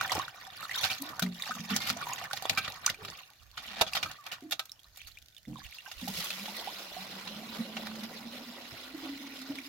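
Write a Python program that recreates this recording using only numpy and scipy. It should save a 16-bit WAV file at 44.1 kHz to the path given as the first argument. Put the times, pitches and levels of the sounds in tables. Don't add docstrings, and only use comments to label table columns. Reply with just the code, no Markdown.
import sys
import numpy as np
from scipy import signal
from scipy.fft import rfft, irfft, next_fast_len
from scipy.io import wavfile
from scipy.ndimage import uniform_filter1d, map_coordinates

SR = 44100
rng = np.random.default_rng(int(sys.argv[2]) if len(sys.argv) > 2 else 0)


def generate_wav(signal):
    frames = np.transpose(np.atleast_2d(signal))
    scaled = np.clip(frames, -1, 1) * 32767
    pcm = np.round(scaled).astype(np.int16)
    wavfile.write(sys.argv[1], SR, pcm)


N = 426888
POUR_S, POUR_RISE_DB_PER_S = 6.176, 72

# t/s, level/dB, ring f/Hz, left over right/dB, t60/s (time to fade 60 dB), extra treble/dB
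SLAPS = [(0.12, -22, 1320, 0, 0.055, 4), (0.167, -29, 1420, -3, 0.03, -20),
         (0.832, -20.5, 3540, -7, 0.062, 1), (0.839, -19, 1540, -2, 0.12, -6),
         (0.907, -27, 2580, 0, 0.17, 2.5), (1.019, -39, 2530, 3, 0.02, 28),
         (1.088, -35.5, 1140, -2, 0.065, 6), (1.195, -28.5, 1550, 1, 0.03, 14.5),
         (1.221, -22.5, 3740, 4.5, 0.067, 5), (1.7, -25, 3460, -1, 0.11, -1),
         (1.761, -17.5, 2100, 3, 0.03, 7), (1.803, -28, 2120, -1, 0.42, -4),
         (1.868, -22.5, 2980, -1, 0.06, 3), (1.9, -12.5, 1320, -1.5, 0.024, -2),
         (2.18, -28, 1980, -3, 0.071, -9), (2.331, -21, 1530, -5, 0.033, 0),
         (2.369, -25.5, 1860, -4, 0.037, 4), (2.423, -29.5, 3500, -1, 0.014, 14),
         (2.495, -12.5, 4000, 1.5, 0.035, -1), (2.641, -26.5, 2350, -2, 0.081, -12),
         (2.677, -23.5, 1880, 0, 0.035, -16), (2.896, -15.5, 2070, -1, 0.04, -4),
         (3.048, -28, 1360, -2, 0.042, -1), (3.082, -28, 3830, -3, 0.033, -14),
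         (3.572, -28.5, 3054, -3, 0.11, -11), (3.865, -26, 3350, -1, 0.12, -14),
         (3.949, -22, 794, -1.5, .09, 1), (3.967, -21, 1400, -2, 0.077, -12),
         (4.028, -19.5, 2830, -2, 0.064, -5), (4.263, -30, 3230, -1.5, 0.05, -1.5),
         (4.315, -26.5, 2915, -2, 0.11, -1.5), (4.509, -28, 3580, -1.5, 0.066, 10.5),
         (4.52, -19.5, 3290, -5.5, 0.062, -10), (4.112, -33, 3920, 0, 0.048, 2),
         (4.654, -44.5, 4200, -1.5, .04, 15.5), (4.972, -37, 2230, -4.5, 0.034, 11.5),
         (5.07, -37, 4460, -3, 0.073, 9), (5.914, -29, 2780, -3, 0.05, -1),
         (6.079, -28.5, 2940, -5, 0.051, 13), (6.2, -26, 3170, -1, 0.058, -2),
         (6.239, -31.5, 1104, 0, 0.091, 12), (6.303, -24, 3500, 1, 0.037, 2),
         (6.381, -30, 3900, 1, 0.037, -8), (6.455, -27, 3300, -3, 0.055, -7),
         (6.567, -38, 3640, 1, 0.016, 22.5), (6.78, -38, 1036, -2, 0.14, 5),
         (7.27, -30.5, 1005, -4, 0.095, -15), (7.767, -26, 2734, -3, 0.065, -16),
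         (7.868, -28.5, 2340, -5, 0.034, -3), (7.953, -34, 3270, -7, 0.042, 0),
         (8.033, -30.5, 2000, -2, 0.041, 2), (8.65, -37.5, 3780, -5, 0.063, -14),
         (9.415, -33, 5100, -3, 0.037, 3)]
# t/s, level/dB, f/Hz struck hardest, contact/s, crack/dB, clunk/dB
KNOCKS = [(0.9, -22.5, 2630, 0.0086, -15, -40), (2.574, -12.5, 1850, 0.015, -17.5, -55),
          (3.8105, -8.5, 734, 0.0077, -11.5, -14), (4.059, -28.5, 1360, 0.0033, -15.5, -39),
          (4.594, -26.5, 1210, 0.0017, -1.5, -21)]
# f/Hz, level/dB, t60/s
BASIN_NOTES = [(194, -14.5, 0.23), (648, -5, 0.076), (768, -8, 0.054), (1253, -6.5, 0.063),
               (1295, -0.5, 0.076), (1576, -5, 0.099), (2338, -3, 0.105), (2471, -6, 0.093),
               (2690, -13, 0.22), (3300, -7, 0.15), (4000, -1, 0.053), (4280, -10, 0.041),
               (5000, -10, 0.057), (5825, -9, 0.056)]
# f/Hz, level/dB
SPRAY_TONE = [(300, -28.5), (1000, -28), (2000, -4.5), (3600, 1), (5200, -1.5), (7000, -4.5), (8500, -14),
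              (12000, -6), (16000, -9)]
SPLASH_TONE = [(100, -38), (300, -31), (550, -15), (800, -4.5), (1000, -19.5), (1350, -0.5), (1700, -8.5),
               (2400, -4.5), (4000, -3), (7000, -12.5), (8400, -20.5), (12800, -14.5), (16000, -21)]
THUD_TONE = [(40, -49), (95, 3.5), (150, 0.5), (260, -5.5), (420, -11.5), (650, -6), (1500, -28)]


def stirring():
    # f/Hz, level/dB
    churn_tone = [(60, -22), (120, 1.5), (300, -13), (550, -4.5), (850, -5), (1450, -0.5), (2100, -3.5),
                  (4000, -9), (9000, -52)]
    churning, spraying = stroke_strength()
    squeeze = amp(2.2 * wobble(45))
    churn = unit(bubbles(rate=700, low_hz=700, high_hz=2600, cycles=24, spread_db=8, rise=.05, size=2000))
    wash = unit(droplets(rate=1400, t60=0.014, spread_db=5))
    fizz = bubbles(rate=1200, low_hz=1700, high_hz=6500, cycles=30, spread_db=13, rise=.04, size=700)
    crackle = unit(droplets(rate=550, t60=0.023, spread_db=18.5))
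    slosh = coloured(patchy(churn + amp(3) * wash, depth_db=3.5, frames=5), churn_tone)
    rub = coloured(noise(N), THUD_TONE)
    spray = coloured(patchy(unit(fizz) + amp(3) * crackle, depth_db=5, frames=4), SPRAY_TONE)
    return squeeze * (churning * (amp(0.33) * slosh + amp(-15) * rub) + amp(2) * spraying * spray)


def stroke_strength():
    # t/s, hold/s, level/dB, extra spray/dB
    strokes = [(0.0, 0.22, -41.5, -3), (0.316, 0.25, -55, -3), (0.596, 0.04, -48, 2), (0.754, 0.14, -45, 4),
               (1.067, 0.12, -49, -8), (1.397, 0.19, -50, 2.5), (1.712, 0.19, -45, 2),
               (2.017, 0.23, -45, -3.5), (2.347, 0.41, -51, 0.5), (2.849, 0.015, -47, -5),
               (3.057, 0.14, -56.5, 2), (3.608, 0.075, -59.5, 5), (3.927, 0.18, -53.5, 0.5),
               (4.276, 0.064, -53.5, -6), (4.975, 0.11, -82, 22.5), (5.6, 0.43, -66.5, 10)]
    churn, spray = np.zeros((2, N))
    for s, hold, db, spray_db in strokes:
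        push = swell(s, hold, rise_db_per_s=133, fall_db_per_s=129)
        lapping = amp(-10.5) * swell(s, hold, rise_db_per_s=133, fall_db_per_s=21)
        gain = amp(db) * np.maximum(push, lapping)
        churn = np.maximum(churn, gain)
        spray = np.maximum(spray, amp(spray_db) * gain)
    return churn, spray


def slaps():
    out, t = np.zeros((2, N)), times(SR // 4)
    drops = droplets(rate=2500, t60=.005, spread_db=8)
    burst = coloured(patchy(drops, depth_db=2, frames=7), SPLASH_TONE)
    treble = filtered(burst, lambda hz: 1 - 1 / (1 + (hz / 7000) ** 4))
    for s, db, hz, pan_db, t60, treble_db in SLAPS:
        spray = piece(burst, s, len(t)) + (amp(treble_db) - 1) * piece(treble, s, len(t))
        shape = (1 - np.exp(-t / (0.036 * t60))) * amp(-60 * t / t60)
        ring = amp(-2) * bubble(t, hz, 0.9 * t60, rise=0.033, onset=0.95)
        add(out, s, amp(db - 10) * (spray * shape / shape.max() + ring), pan_db)
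    return out


def snaps():
    # t/s, level/dB, brightest f/Hz
    smacks = [(0.0116, -21.5, 3000), (0.03, -30, 3000), (0.119, -17, 4600), (0.152, -23, 9500),
              (0.19, -25, 7000), (0.841, -13.5, 3800), (1.059, -43, 11000), (1.195, -25, 8000),
              (1.423, -34, 9000), (1.757, -29, 6000), (1.764, -14, 6450), (1.77, -20, 6300),
              (1.895, -22, 5530), (1.971, -28, 6500), (2.334, -36, 3500), (2.374, -25, 4500),
              (2.454, -33, 5500), (2.497, -13, 4170), (2.722, -29, 4500), (2.744, -43, 2500),
              (2.864, -6.5, 5760), (3.101, -32, 5500), (4.594, -25, 4500)]
    t60, width_octaves = 0.0083, 0.52
    out, t = np.zeros((2, N)), times(SR // 20)
    spray = coloured(noise(N), SPRAY_TONE)
    for s, db, hz in smacks:
        band = lambda f: 1 / (1 + (np.log2((f + 1) / hz) / width_octaves) ** 2)
        crack = unit(filtered(piece(spray, s, len(t)), band))
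        add(out, s, amp(db - 3.5) * crack * amp(-60 * t / t60))
    return out


def plops():
    # t/s, level/dB, f/Hz, left over right/dB, ring/cycles, climb/share of the pitch
    squeezed = [(0.011, -11.5, 1370, -4, 22, 0.11), (0.025, -24, 1500, -2, 28, .05),
                (0.078, -28, 3000, 0, 50, .2), (0.096, -19.5, 2000, -1.5, 52, 0.15),
                (0.118, -15.5, 994, -3, 27, -0.025), (0.151, -23.5, 830, -2, 93, 0.22),
                (0.155, -26, 457, -3, 11, 0.057), (0.178, -24.5, 330, -5, 3.7, -0.062),
                (0.195, -17.5, 1003, 0, 44, 0.24), (0.281, -22, 1400, 3, 15, 0.13),
                (0.45, -35, 3420, 0, 70, .05), (0.474, -36.5, 760, -2, 63, 0.059),
                (0.628, -25, 1340, -6, 58, -.1), (0.652, -25.5, 1310, 1, 26, 0.051),
                (0.694, -25, 1860, -4, 35, .1), (0.712, -19.5, 1980, 0, 110, 0.18),
                (0.751, -25.5, 1520, 2, 40, 0.02), (0.757, -21, 3680, 4, 80, 0.066),
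                (1.194, -17, 1480, -2.5, 33, 0.086), (1.263, -27, 2040, -3, 45, 0.062),
                (1.422, -16, 3710, -3, 37, 0.016), (1.437, -25.5, 2000, 0, 30, 0.031),
                (1.476, -26, 1620, -1, 28, -0.0049), (1.493, -29.5, 743, -3, 47, -0.057),
                (1.509, -18.5, 1290, -3, 52, -0.048), (1.518, -21.5, 1520, 4, 47, -0.03),
                (1.553, -30, 1260, 1, 28, 0.074), (1.965, -29.5, 653, -5, 33, 0.18),
                (2.013, -22.5, 1420, 1, 41, .05), (2.069, -22, 900, 0, 33, .2),
                (2.096, -25.5, 984, 3, 58, -0.13), (2.126, -26, 2680, 0, 70, .1),
                (2.134, -16.5, 6660, -1, 93, 0.043), (2.215, -33.5, 687, 1, 59, 0.13),
                (2.253, -29, 1600, -2, 45, .2), (2.311, -20, 1380, 0, 31, .2),
                (2.334, -24, 780, -2, 38, 0.1), (2.423, -27, 764, -5, 22, .05),
                (2.454, -15.5, 775, -2, 2.7, -0.048), (2.455, -20, 3420, 0, 46, 0.033),
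                (2.845, -31, 1450, 3, 54, 0.22), (2.862, -10, 5880, -3, 56, 0.2),
                (2.864, -20.5, 1060, -1, 17, 0.25), (2.872, -24, 2350, -8, 32, 0),
                (2.878, -16.5, 1380, -5, 30, 0.16), (2.892, -18, 1940, 0.5, 26, .1),
                (2.944, -30, 2330, -6, 47, 0.16), (3.934, -19, 2570, -2, 41, 0.071),
                (3.935, -19, 4670, -4, 56, 0.19), (4.185, -42.5, 1230, -0.5, 220, -0.23)]
    return single_bubbles(squeezed, tick_db=-13, tick_t60=0.034)


def glugs():
    # t/s, level/dB, f/Hz, second f/Hz, second level/dB, swell/cycles, length/s,
    # climb/share of the pitch, roughness/0-1
    booms = [(0.991, -36.5, 259.4, 290, -19, 7, 0.18, .2, .3),
             (1.219, -23.5, 186.5, 240.4, -4.5, 1.05, 0.29, -0.063, 0.18),
             (1.487, -41.5, 182, 232, 1, 1.5, .14, -0.031, 0.25),
             (1.548, -37.5, 229, 186, -1, 1.5, 0.12, 0.01, 0.1),
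             (1.595, -34, 222, 177, 1, .8, 0.25, 0.0086, 0.22),
             (1.695, -26, 202.3, 244, -8, 4.6, 0.18, 0.0041, 0.3),
             (1.835, -38, 241.5, 189, -8, 2.5, 0.17, 0, 0.7),
             (1.898, -35.5, 199, 251, -3, 0.86, 0.22, 0.02, 0.34),
             (2.962, -49, 401, 435, -9, 11, 0.34, 0, 1),
             (4.421, -38.5, 322, 280, -6.5, 1.5, 0.23, -.06, 0.34),
             (5.472, -34, 222.7, 298, -5, .9, 0.26, 0.012, 0.34),
             (5.475, -38, 135.2, 178, -2.5, 2.1, 0.28, -0.0097, 0.16),
             (6.017, -31, 257, 191, -3, 1.5, 0.15, -.1, .3),
             (6.082, -29.5, 192, 166, -18, 1.2, 0.13, 0.022, 0.35),
             (6.17, -38.5, 178, 215, -8, 1.3, 0.14, -0.079, 0.34),
             (7.586, -25.5, 215, 182, -9, 4.5, 0.074, 0.08, 0.14),
             (8.931, -36, 308, 268, -2, 3, .16, 0.036, 0.54),
             (9.018, -38, 318, 281, -17, 4.7, 0.19, 0, 0.5),
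             (9.496, -30.5, 278, 247, -13, 1.5, 0.14, 0.056, .3)]
    out, t = np.zeros((2, N)), times(SR // 2)
    shaken_water = amp(-21.5) * coloured(noise(N), THUD_TONE)
    for s, db, hz, second_hz, second_db, onset, length, climb, rough in booms:
        shape = (1 - np.exp(-(t * hz / onset) ** 2)) * amp(-60 * (t / length) ** 1.39)
        glide = t * (1 + climb * t / length)
        boom = piece(shaken_water, s, len(t))
        for note_hz, note_db in [(hz, 0), (second_hz, second_db), (2.2 * hz, -20)]:
            tremble, waver = rough * unit(flutter(len(t), hz=35.4))
            phase = 2 * np.pi * note_hz * glide
            note = (1 - rough / 2 + tremble) * np.sin(phase) + waver * np.cos(phase)
            boom = boom + amp(note_db) * note
        add(out, s, amp(db - 6) * unit(boom) * shape / shape.max())
    return out


def knocks():
    # f/Hz, level/dB
    clunk_tone = [(200, -8), (480, -2), (700, 15), (950, 9), (1600, -31), (5000, -55)]
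    out, t = np.zeros((2, N)), times(SR // 4)
    cracks = coloured(noise(N), SPLASH_TONE)
    clunks = coloured(noise(N), clunk_tone)
    for s, db, focus_hz, contact_s, crack_db, clunk_db in KNOCKS:
        ring = np.zeros(len(t))
        for hz, note_db, t60 in BASIN_NOTES:
            octaves_away = abs(np.log2(hz / focus_hz))
            gain = amp(note_db - 16.5 * octaves_away - 60 * t / t60)
            ring += gain * np.sin(2 * np.pi * (hz * t + rng.random()))
        impact = amp(crack_db) * piece(cracks, s, len(t)) + amp(clunk_db) * piece(clunks, s, len(t))
        contact = amp(-60 * np.maximum(t - contact_s, 0) / 0.041)
        attack = 1 - np.exp(-t / 0.00069)
        add(out, s, amp(db) * (amp(-5) * ring + impact * contact) * attack)
    return out


def thuds():
    # t/s, level/dB
    presses = [(0.15, -36), (1.1, -40), (2.5, -38), (2.675, -41), (3.022, -40), (3.085, -46),
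               (3.982, -46.5), (4.04, -45.5), (8.721, -42)]
    tipped_s, tipped_db = 4.2, -10
    out, t = np.zeros((2, N)), times(SR // 5)
    body = coloured(noise(N), THUD_TONE)
    shape = (1 - np.exp(-t / 0.0016)) * amp(-60 * t / 0.19)
    blows = [(s, db - 23.5 + tipped_db * (s > tipped_s)) for s, db, *_ in list(SLAPS) + list(KNOCKS)]
    for s, db in blows + list(presses):
        push = piece(body, s, len(t)) * shape
        add(out, s, amp(db) * push / np.abs(push).max())
    return out


def pouring():
    # f/Hz, level/dB
    splatter_tone = [(590, -46), (1020, -3.5), (1200, -10.5), (1420, -2.5), (1560, -10), (1820, -4.5),
                     (1980, 2), (2080, -1.5), (2230, 0), (2460, -1.5), (2650, 0), (3020, 1.5), (3220, -2.5),
                     (3380, 2), (3580, 0.5), (3800, 1.5), (4130, 2), (4400, 0), (4700, -7), (5060, 2.5),
                     (5300, -5), (5830, -6.5), (8650, -17), (11800, -11), (16000, -13.5)]
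    mist_tone = [(2500, -12), (5000, 1), (6500, 2), (8500, -7), (12000, 0), (16000, -5)]
    gurgle_tone = [(120, -12), (260, 2), (420, -2.5), (720, 2), (1100, 0.5), (1500, 1.5), (3000, -23)]
    fill_s = 0.75
    fullness = 1 - np.exp(-np.maximum(times(N) - POUR_S, 0) / fill_s)
    lumps = amp(.9 * wobble(14) + .7 * wobble(70))
    flow = lumps * swell(POUR_S, 0, POUR_RISE_DB_PER_S, 0)
    drops = unit(droplets(rate=2600, t60=.013, spread_db=8))
    fizz = bubbles(rate=1200, low_hz=1216, high_hz=6100, cycles=70, spread_db=8, rise=.04, size=700)
    splatter = coloured(patchy(drops + amp(-11) * unit(fizz), depth_db=3, frames=5), splatter_tone)
    mist = coloured(droplets(rate=1200, t60=.008, spread_db=14), mist_tone)
    puddle = bubbles(rate=1100, low_hz=330, high_hz=1670, cycles=17.7, spread_db=7, rise=.038, size=1800)
    patter = unit(droplets(rate=900, t60=0.026, spread_db=3))
    gurgle = coloured(patchy(unit(puddle) + amp(6) * patter, depth_db=2.5, frames=9), gurgle_tone)
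    fat_drops = coloured(droplets(rate=35, t60=.022, spread_db=12), splatter_tone)
    ebb = swell(0, hold=7.9, rise_db_per_s=0, fall_db_per_s=4)
    return flow * (amp(-39.5 - 9.5 * fullness) * splatter
                   + amp(-42.5 - 30 * fullness) * mist
                   + amp(-61) * fat_drops
                   + amp(-54.5 + 4 * fullness) * ebb * gurgle)


def air_pocket():
    # t/s, f/Hz
    pitch_path = [(6.3, 185), (6.5, 210), (6.75, 206), (6.9, 184), (7.15, 198), (7.26, 195), (7.449, 222),
                  (8.0, 215), (8.35, 236), (8.7, 242), (8.9, 263), (9.2, 278), (9.38, 263), (9.68, 280)]
    # t/s, hold/s, level/dB
    surges = [(6.41, 0.052, -52), (7.12, .03, -51), (7.34, 0.039, -45), (7.5, 0.052, -44.5),
              (7.8, 0.24, -44.5), (8.2, 0.15, -46.5), (9.14, 0.08, -44), (9.53, 0.087, -47)]
    hz = np.interp(times(N), *np.transpose(pitch_path))
    level = swells(surges, rise_db_per_s=52, fall_db_per_s=28)
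    phase = 2 * np.pi * np.cumsum(hz) / SR
    tremble = amp(2 * wobble(7) + 4.5 * wobble(34))
    note = unit(tremble * np.sin(phase + .8 * wobble(22)))
    cos_gain, sin_gain = flutter(N, hz=42)
    gurgle = amp(-5) * unit(cos_gain * np.cos(phase) + sin_gain * np.sin(phase))
    return level * unit(note + gurgle) * swell(POUR_S, 0, POUR_RISE_DB_PER_S, 0)


def dripping():
    # t/s, level/dB, f/Hz, ring/cycles, climb/share of the pitch
    drips = [(4.695, -33, 3700, 60, 0.11), (4.718, -25, 5320, 62, 0.074), (4.793, -41.5, 3260, 100, .02),
             (4.843, -39.5, 3860, 76, 0.26), (4.993, -41, 2390, 54, -0.077), (5.016, -33, 2500, 31, 0.13),
             (5.119, -40, 4020, 87, 0.26), (5.172, -35, 2250, 110, 0.53), (5.325, -51, 3500, 115, 0.074),
             (5.366, -36, 3450, 85, 0.14), (5.378, -41, 3020, 95, 0), (5.452, -42, 2060, 35, -0.019),
             (5.531, -43, 900, 9.2, 0.16), (5.557, -35, 1100, 75, -0.24), (5.585, -42, 790, 28, -0.026),
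             (5.602, -42, 1630, 70, .15), (5.617, -41, 1090, 20, 0.0064), (5.724, -34.5, 2030, 70, 0.93),
             (5.745, -38, 3170, 80, 0.29), (5.785, -30.5, 2720, 140, 0.078), (5.86, -34.5, 1540, 80, 0.053),
             (5.863, -41, 1030, 78, .03), (5.877, -38, 755, 68, 0.67), (6.075, -26.5, 730, 51, 0.43),
             (6.305, -23, 2500, 90, 0.21), (6.481, -31.5, 830, 75, 0.21), (6.673, -24.5, 700, 50, 0.77),
             (6.966, -29.5, 700, 64, 0.19), (9.586, -25, 2150, 49, 0.32)]
    start_s, end_s, faint_db, faint_hz = 4.7, 6.3, -52, 3200
    faint = [(start_s + (end_s - start_s) * when, faint_db + 8 * (loud - .5),
              faint_hz * 2 ** (pitch - .5), 40 + 90 * life, 0.22 * glide ** 2)
             for when, loud, pitch, life, glide in rng.random((14, 5))]
    rows = [(s, db, hz, rng.normal(-6, 3.2), cycles, climb)
            for s, db, hz, cycles, climb in list(drips) + faint]
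    return single_bubbles(rows, tick_db=-11.5, tick_t60=0.022)


def dragging():
    # f/Hz, level/dB
    grit_tone = [(120, -20), (200, 1.5), (366, -11), (424, -12), (836, 0.5), (1040, -12), (1320, -2),
                 (3970, -3), (8420, -24), (16000, -26)]
    start_s, stop_s = 3.58, 3.811
    level = amp(-38.5) * swell(stop_s, 0, rise_db_per_s=87, fall_db_per_s=494) * (times(N) > start_s)
    return level * coloured(droplets(rate=900, t60=.008, spread_db=10), grit_tone)


def draining():
    return amp(-67) * coloured(droplets(rate=70, t60=.008, spread_db=18), SPRAY_TONE)


def rim_ring(x):
    t, t60 = times(SR // 2), 0.21
    rim = sum(amp(db - 60 * t / t60) * np.sin(2 * np.pi * hz * t) for hz, db, _ in BASIN_NOTES)
    return signal.fftconvolve(x, rim[None] / np.linalg.norm(rim), axes=1)[:, :N]


def echo(x, t60, low_hz, size):
    t = times(size)
    tail = noise(size) * amp(-60 * t / t60) * (t > .001)
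    tail = signal.sosfilt(signal.butter(1, [low_hz, 9000], "band", fs=SR, output="sos"), tail)
    return signal.fftconvolve(x, tail / np.linalg.norm(tail[0]), axes=1)[:, :N]


def yard():
    # t/s, hold/s, level/dB
    gusts = [(0.0, 2.7, -78), (2.5, 0.64, -68), (3.4, 0.73, -66), (4.88, .06, -63.5), (5.05, 0.11, -62),
             (5.22, 0.019, -63), (5.45, 0.13, -62), (5.63, 0.034, -55), (5.98, .04, -56), (6.12, 0.13, -62),
             (6.65, .03, -67), (6.92, 0.07, -69), (8.7, 0.99, -75.5)]
    # f/Hz, level/dB
    wind_tone = [(20, -13.5), (55, -3), (90, -6), (140, -25), (220, -31), (400, -48)]
    air_tone = [(59, -30), (100, 7.5), (210, -8.5), (520, -12.5), (650, -5), (836, -13), (1130, -21),
                (1480, -3.5), (2170, -15), (4290, -8.5), (6560, -9.5), (8280, -20), (14700, -11),
                (16000, -21)]
    wind = amp(-79.5) + swells(gusts, rise_db_per_s=400, fall_db_per_s=346)
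    flicker = amp(3 * np.array([wobble(16), wobble(12)]))
    breeze = wind * flicker * coloured(noise(N), wind_tone)
    return breeze * amp([[-7], [3]]) + amp(-67.5) * coloured(noise(N), air_tone)


def bubble(t, hz, t60, rise, onset):
    attack = 1 - np.exp(-(t * hz / onset) ** 2)
    return attack * amp(-60 * t / t60) * np.sin(2 * np.pi * hz * t * (1 + rise * t / t60))


def single_bubbles(rows, tick_db, tick_t60):
    out, t = np.zeros((2, N)), times(SR // 6)
    for s, db, hz, pan_db, cycles, climb in rows:
        ring = bubble(t, hz, cycles / hz, climb, onset=0.87)
        hiss = filtered(noise(len(t)), lambda f: 0.48 + 1 / (1 + (f / hz / 4.1) ** 2))
        hiss = filtered(hiss, lambda f: (f / hz) / (1 + (f / hz / 2) ** 2))
        tick = amp(tick_db - 60 * t / tick_t60) * unit(hiss)
        add(out, s, amp(db - 7) * (ring / np.abs(ring).max() + tick), pan_db)
    return out


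def bubbles(rate, low_hz, high_hz, cycles, spread_db, rise, size):
    when, pitch, loud, life, swarm = rng.random((int(rate * N / SR), 5)).T[:, :, None]
    hz = low_hz * (high_hz / low_hz) ** pitch
    t60 = np.minimum(cycles * (.5 + life) / hz, size / SR)
    rings = amp(spread_db * loud ** 2) * bubble(times(size), hz, t60, rise, onset=0.42)
    where = (when * (N - size)).astype(int) + np.arange(size) + N * (swarm > .5)
    return np.bincount(where.ravel(), rings.ravel(), 2 * N).reshape(2, N)


def droplets(rate, t60, spread_db):
    when, loud = rng.random((int(rate * N / SR), 2)).T
    hits = np.bincount((when * N).astype(int), amp(spread_db * loud ** 4) ** 2, N)
    power = signal.lfilter([1], [1, -np.exp(-2 * np.log(1000) / (t60 * SR))], hits)
    return np.sqrt(power) * noise(N)


def patchy(pair, depth_db, frames):
    spectra = signal.stft(pair, nperseg=256)[2]
    patches = rng.standard_normal(spectra.shape[1:])
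    for _ in range(2):
        patches = uniform_filter1d(patches, size=3, axis=0)
        patches = uniform_filter1d(patches, size=frames, axis=1)
    gain = amp(depth_db * np.clip(unit(patches), -2, 2))
    return signal.istft(spectra * gain, nperseg=256)[1][:, :N]


def coloured(pair, tone):
    # f/Hz, likeness/0-1
    likeness = [(100, 0.84), (500, 0.82), (1000, 0.73), (2000, 0.19), (5000, 0.043), (12000, 0.07)]

    def response(hz):
        angle = np.arccos(np.clip(along(likeness, hz), -1, 1)) / 2
        return amp(along(tone, hz)) * [np.cos(angle), np.sin(angle)]

    mid, side = filtered(pair, response)
    return unit(np.array([mid + side, mid - side]))


def swell(s, hold, rise_db_per_s, fall_db_per_s):
    t = times(N) - s
    return amp(rise_db_per_s * np.minimum(t, 0) - fall_db_per_s * np.maximum(t - hold, 0))


def swells(rows, rise_db_per_s, fall_db_per_s):
    gains = [amp(db) * swell(s, hold, rise_db_per_s, fall_db_per_s) for s, hold, db in rows]
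    return np.max(gains, axis=0)


def wobble(rate):
    return map_coordinates(rng.standard_normal(int(N * rate / SR) + 4), [times(N) * rate])


def flutter(size, hz):
    return filtered(noise(size), lambda f: 1 / (1 + (f / hz) ** 2))


def filtered(x, response):
    n = x.shape[-1]
    padded = next_fast_len(n + 8192)
    return irfft(rfft(x, padded) * response(np.fft.rfftfreq(padded, 1 / SR)), padded)[..., :n]


def along(points, hz):
    freqs, values = np.transpose(points)
    return np.interp(np.log(hz + 1), np.log(freqs), values)


def add(track, s, sound, pan_db=0):
    i = max(round(s * SR), 0)
    part = (sound * amp([[pan_db / 2], [-pan_db / 2]]))[:, :N - i]
    track[:, i:i + part.shape[1]] += part


def piece(track, s, size):
    return track[:, (round(s * SR) + np.arange(size)) % N]


def noise(size):
    return rng.standard_normal((2, size))


def times(size):
    return np.arange(size) / SR


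def amp(db):
    return 10 ** (np.asarray(db) / 20)


def unit(x):
    return x / np.sqrt(np.mean(x ** 2) + 1e-20)


def scene():
    right = amp([[-1.3], [1.2]])
    inside = right * (stirring() + snaps() + knocks() + dragging() + draining()) + slaps() + plops()
    walls = amp(-10.5) * echo(inside, t60=0.012, low_hz=1230, size=4096)
    basin = inside + walls + amp(-33.5) * rim_ring(inside)
    direct = basin + dripping() + right * (thuds() + glugs() + pouring() + air_pocket())
    return direct + amp(-14.5) * echo(direct, t60=0.1, low_hz=200, size=22050) + yard()


def record(dry):
    return filtered(dry, lambda hz: hz < 16000)


dry = scene()
out = record(dry)
generate_wav(out)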